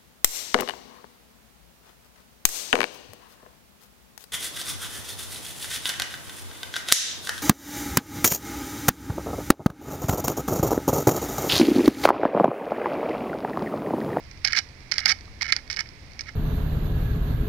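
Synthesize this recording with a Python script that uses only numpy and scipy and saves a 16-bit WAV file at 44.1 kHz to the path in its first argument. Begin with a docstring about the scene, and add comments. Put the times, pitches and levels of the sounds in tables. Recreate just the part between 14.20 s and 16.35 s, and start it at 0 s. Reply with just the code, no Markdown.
"""On a street, two pigeons peck dry pellets from a plastic tub, close to a phone.
Distant traffic and a low brush of air lie underneath. Each beak strike clicks, knocks the
tub and jolts nearby pellets; the beak then stirs the heap and flicked pellets rattle back.
The right microphone port is louder and rings in two treble bands."""
import sys
import numpy as np
from scipy import signal
from scipy.fft import rfft, irfft
from scipy.io import wavfile

SR = 44100
rng = np.random.default_rng(int(sys.argv[2]) if len(sys.argv) > 2 else 0)


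def digitize_waveform(pressure):
    """Quantize a signal to 16-bit integers and store it at the path in sys.argv[1].

    Rows of a 2-D input are taken as channels; values are limited to [-1, 1].
    """
    field = np.atleast_2d(pressure).T
    bounded = np.clip(field, -1, 1)
    quanta = np.round(bounded * 32767).astype(np.int16)
    wavfile.write(sys.argv[1], SR, quanta)


N = 94815

# Bed of distant traffic and air: frequency_hz, level_db, stereo_likeness (0 wide, 1 centred)
TRAFFIC_BED = [(19.8, -29.5, 0.23), (45, -23, 0.76), (83, -20, 0.99), (108, -29, 1), (167, -32, 0.99),
               (277, -36.5, 0.95), (523, -41.5, 0.69), (1020, -52.5, 0.3), (2160, -53.5, 0.23),
               (5000, -58, 0), (8330, -58.5, 0), (16200, -71.5, 0)]
# Drone of far engines: pitch_hz, level_db
ENGINE_HUM = [(82, -66), (129, -54.5)]
# Sharp hits of beak and pellets: start_s, click_db, wall_knock_db, bottom_thump_db, pellet_pitch_hz
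BEAK_STRIKES = [(0.1128, -27, -27, -47, 5900), (0.2458, -28, -7, -35, 4600), (.2492, -2, -9, -34, 4770),
                (.2520, -5, -30, -9, 5400), (.2632, -19, -10, -30, 5000), (0.2749, -7, -32, -16, 4370),
                (.3090, -26, -29, -28, 4900), (0.3235, -13, -33, -40, 4500), (0.3317, -8, -2, -40, 5430),
                (.3808, -10, -16, -12, 5130), (.3885, -3, -11, -38, 4440), (0.7148, -10.5, -41, -12, 4900),
                (0.717, -9.5, -27, -11, 4530), (0.7207, -6.5, -3, -11, 5000),
                (0.7403, -15.5, -43, -38, 5400), (.7821, -4, -6.5, -14, 4630),
                (0.7911, -13, -7.5, -27, 4900), (0.8567, -5, -11, -1, 4500), (.8588, -1, -13.5, -6.5, 5000),
                (0.8616, -13, -15, -22, 5000), (0.907, -16, -8.5, -4.5, 4800),
                (0.9189, -13.5, -10, -16, 4970), (0.9229, -11.5, -14, -8, 4800),
                (1.0095, -29.5, -31, -43, 4650), (1.0780, -48, -42, -19.5, 4450),
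                (1.2103, -28, -7.5, -24, 4900), (1.2206, -13.5, -9.5, -3, 5500),
                (1.2292, -14, -10, -34, 4850), (1.2572, -25, -22, -24, 4900), (1.2649, -22, -18, -34, 4900),
                (1.3230, -2, 0, -24, 4400), (1.3246, -0.5, -3, -29, 4260), (1.3324, -14, -31, -33, 4900),
                (1.3645, -9, -15, -10.5, 4850), (1.4773, -34, -34, -43, 4500),
                (1.5008, -15, -10, -27, 4930), (1.5128, -13, -22, -34, 5440), (1.5289, -15, -42, -32, 5350),
                (1.5637, -15.5, -44, -36, 4900), (1.5701, -15, -12, -19, 5130),
                (1.5893, -28, -6, -11.5, 4700), (1.607, -23, -33, -14.5, 4570),
                (1.6578, -48, -25.5, -37, 4700), (1.6715, -35, -30, -42, 4900),
                (1.6896, -29, -43, -42, 5000), (1.934, -33.5, -46, -44, 4670),
                (1.9927, -19.5, -20, -40, 5800), (2.0091, -15, -42, -43, 5670)]
# Pellets stirred or falling back: start_s, end_s, start_db, end_db, relative_knock_db
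HEAP_RATTLES = [(0.244, 0.286, -27.5, -24, 6.5), (0.294, 0.35, -35, -39.5, 11.5),
                (0.344, 0.356, -35, -22, 10), (0.361, 0.394, -17, -15.5, 1.5), (.393, 0.407, -29, -40.5, 8),
                (0.731, 0.783, -30, -38, 6), (0.79, .808, -27.5, -23.5, -7), (0.809, 0.845, -41, -40, 14.5),
                (0.851, 0.869, -31.5, -22, 12), (0.876, 0.924, -15, -16.5, 1),
                (1.211, 1.215, -25, -21, -16), (1.219, 1.232, -20, -19.5, -4),
                (1.239, 1.269, -31, -39.5, 9.5), (1.279, 1.307, -30, -29, 8),
                (1.31, 1.389, -42.5, -40, 9.5), (1.499, 1.548, -27.5, -34, 1),
                (1.563, 1.587, -40, -40.5, 13.5), (1.59, 1.608, -20.5, -20, 2),
                (1.611, 1.634, -31, -59, 10), (1.991, 2.017, -41, -35, -1), (2.055, 2.096, -48, -36.5, 11)]
# Tone of a contact's snap: frequency_hz, gain_db
CLICK_EQ = [(100, -9.5), (450, -5.5), (1000, -18.5), (1500, -4), (2500, -0.5), (3600, -1.5), (5000, 3),
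            (6700, 2.5), (9000, -2), (12000, -9.5), (16000, -18)]
# Modes of the tub walls, the knock: pitch_hz, level_db, t60_s
WALL_MODES = [(1301, -34.5, 0.033), (1515, -36, 0.032), (1641, -32, 0.036), (1839, -30, 0.02),
              (2090, -38.5, 0.052), (2212, -29, 0.02), (2977, -37.5, 0.049), (3215, -36, 0.013),
              (4400, -61, 0.0086)]
# Modes of the tub's loaded bottom, the thump: pitch_hz, level_db, t60_s
BOTTOM_MODES = [(204, -43, 0.064), (400, -36, 0.0057), (627, -36.5, 0.016), (790, -39, 0.056),
                (910, -41, 0.038), (1165, -36, 0.021)]
# Tone of the microphone ports: frequency_hz, left_db, right_db
PORT_EQ = [(493, -2, -2), (937, 4.5, 7), (1510, 3, 8), (1847, 0, 15), (2216, -4, 19), (2810, 1.5, 8),
           (3530, 2, 8.5), (4500, -4, 14.5), (5440, -6.5, 15), (6585, -2, 3.5), (8600, -2, -17),
           (8700, -14, 0.5), (11100, -6, -3.5), (16000, 0.5, -3.5)]


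def undb(db):
    """Decibels to gain."""
    return 10 ** (np.asarray(db) / 20)


def convolve(x, response):
    """Pass a sound through an impulse response."""
    return signal.fftconvolve(x, response)[:len(x)]


def colour(x, hz, db, size=4096):
    """Minimum-phase EQ drawn through frequency and gain points."""
    bins_hz = np.maximum(np.arange(size // 2 + 1) * SR / size, 1)
    gain = undb(np.interp(np.log(bins_hz), np.log(hz), db))
    cepstrum = irfft(np.log(gain))
    cepstrum[1:size // 2] *= 2
    cepstrum[size // 2 + 1:] = 0
    return convolve(x, irfft(np.exp(rfft(cepstrum))))


def drift(per_s):
    """Slow random modulation with a spread near 1."""
    knots = rng.standard_normal(512)
    return np.interp(np.arange(N) / SR * per_s, np.arange(len(knots)), knots)


def echoes(x, decay_s, size):
    """Dense reflections of unit energy that fall by 1 / e every decay_s."""
    t = np.arange(size) / SR
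    tail = rng.standard_normal(size) * np.exp(-t / decay_s) * (1 - np.exp(-2 * t / decay_s))
    return convolve(x, tail / np.linalg.norm(tail))


def traffic():
    """Steady far traffic, centred in the bass and wide on top, with a wavering engine hum."""
    hz, db, likeness = np.array(TRAFFIC_BED).T
    likeness = np.minimum(likeness, 0.99)
    mid = colour(rng.standard_normal(N), hz, db + 10 * np.log10((1 + likeness) / 2))
    side = colour(rng.standard_normal(N), hz, db + 10 * np.log10((1 - likeness) / 2))
    hum = np.zeros(N)
    for pitch_hz, level_db in ENGINE_HUM:
        level = undb(level_db) * (1 + 0.5 * drift(per_s=7.48))
        wavering_hz = pitch_hz * (1 + 0.0246 * drift(per_s=9.84))
        hum += level * np.sin(2 * np.pi * np.cumsum(wavering_hz) / SR)
    return np.array([mid + side, mid - side]) + hum


def breeze(cutoff_hz=49.7, gain_db=-26, swing_db=4):
    """Air brushes one microphone port: a low, unsteady rumble."""
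    gusts = undb(gain_db + swing_db * drift(per_s=4.75))
    lowpass = signal.butter(2, cutoff_hz, fs=SR, output="sos")
    return gusts * signal.sosfilt(lowpass, rng.standard_normal(N))


def pellet_click(snap, pitch_hz, ring_db=6.5, crunch_db=-4.5, crossover_hz=6380):
    """A struck pellet snaps and rings briefly; its dry crust crumbles for a crisp top end."""
    lowpass = signal.butter(2, crossover_hz, fs=SR, output="sos")
    highpass = signal.butter(2, crossover_hz, "high", fs=SR, output="sos")
    ring = signal.lfilter(*signal.iirpeak(pitch_hz, Q=6.7, fs=SR), snap)
    body = signal.sosfilt(lowpass, snap + undb(ring_db) * ring)
    crunch = signal.sosfilt(highpass, echoes(snap, decay_s=0.00059, size=len(snap)))
    return colour(body + undb(crunch_db) * crunch, *np.array(CLICK_EQ).T)


def tub_ring(modes, t, weight_spread=0.54, detune_spread=0.015):
    """Short plastic modes, weighted and detuned anew for each spot that is hit."""
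    hz, db, t60_s = np.array(modes).T[:, :, None]
    weight, detune = rng.standard_normal((2, len(modes), 1))
    polarity = (-1) ** np.arange(len(modes))[:, None]
    levels = undb(db) * (polarity + weight_spread * weight)
    tones = np.sin(2 * np.pi * hz * (1 + detune_spread * detune) * t)
    return np.sum(levels * tones * np.exp(-np.log(1000) * t / t60_s), axis=0)


def contact(pitch_hz, reflections_db=-6.5, size=4096):
    """Click, knock and thump of one spot, reflected inside the tub: ports x layers x samples."""
    t, snap = np.arange(size) / SR, signal.unit_impulse(size)
    layers = pellet_click(snap, pitch_hz), tub_ring(WALL_MODES, t), tub_ring(BOTTOM_MODES, t)
    right_lag_s = abs(rng.normal(50e-6, 40e-6))  # depends on the spot
    paths = [np.roll(snap, delay) + undb(reflections_db) * echoes(snap, decay_s=0.002, size=size)
             for delay in (0, int(right_lag_s * SR))]
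    return np.array([[convolve(layer, path) for layer in layers] for path in paths])


def beak_strikes():
    """Single sharp hits of beak and pellets, each at its own spot in the tub."""
    out = np.zeros((2, N))
    for start_s, *levels_db, pitch_hz in BEAK_STRIKES:
        i = int(start_s * SR)
        hit = (undb(levels_db) @ contact(pitch_hz))[:, :N - i]
        out[:, i:i + hit.shape[1]] += hit
    return out


def grains(per_s, spread_db=4.5):
    """Randomly timed ticks of uneven size, around 1."""
    ticks = rng.random(N) < per_s / SR
    sizes = undb(spread_db * np.clip(rng.standard_normal(N), -2, 2))
    train = ticks * sizes * rng.choice([-1, 1], N)
    return train / np.sqrt(np.mean(train[ticks] ** 2))


def heap_motion(jolt_db=-21.5, jolt_s=0.0067, fade_s=0.002, thump_db=-5):
    """Click, knock and thump envelopes of pellets jolted by a strike, stirred or falling back."""
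    t, power = np.arange(N) / SR, np.zeros((3, N))
    for start_s, *levels_db, _ in BEAK_STRIKES:
        i = int(start_s * SR)
        jolt = undb(jolt_db) * np.exp(-t[:N - i] / jolt_s)
        power[:, i:] += (undb(levels_db)[:, None] * jolt) ** 2
    for start_s, end_s, start_db, end_db, knock_db in HEAP_RATTLES:
        gate = np.clip(np.minimum(t - start_s, end_s - t) / fade_s + 0.5, 0, 1)
        ramp = undb(np.interp(t, [start_s, end_s], [start_db, end_db]))
        power += (undb([[0], [knock_db], [thump_db]]) * gate * ramp) ** 2
    return np.sqrt(power)


def pellet_rattle(spots=10, centre_hz=4900, spread_octaves=0.38, stray_db=-40):
    """Pellets collide all over the moving heap; stray ones tick as they settle between pecks."""
    collisions = heap_motion() * grains(per_s=1200) + undb(stray_db) * grains(per_s=35)
    spot_hit = rng.integers(spots, size=N)
    pitches_hz = centre_hz * 2 ** (spread_octaves * np.linspace(-1, 1, spots))
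    out = np.zeros((2, N))
    for spot, pitch_hz in enumerate(pitches_hz):
        triggers = collisions * (spot_hit == spot)
        layers = signal.oaconvolve(triggers[None], contact(pitch_hz), axes=2)
        out += layers.sum(axis=1)[:, :N]
    return out


def street_echo(pecks, level_db=-22, t60_s=0.21):
    """The street throws back a faint, short tail."""
    return undb(level_db) * np.array([echoes(x, t60_s / np.log(1000), size=SR) for x in pecks])


def scene():
    """Close pecking over the traffic bed, with a separate breeze on each side."""
    pecks = beak_strikes() + pellet_rattle()
    return pecks + street_echo(pecks) + traffic() + np.array([breeze(), breeze()])


def record(dry, top_hz=15800):
    """Each port colours its channel; the phone clips at full scale and cuts the top."""
    hz, *ports_db = np.array(PORT_EQ).T
    coloured = [colour(x, hz, db) for x, db in zip(dry, ports_db)]
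    high_cut = signal.ellip(10, 0.2, 95, top_hz, fs=SR, output="sos")
    return signal.sosfilt(high_cut, np.clip(coloured, -1, 1))


dry = scene()
out = record(dry)
digitize_waveform(out)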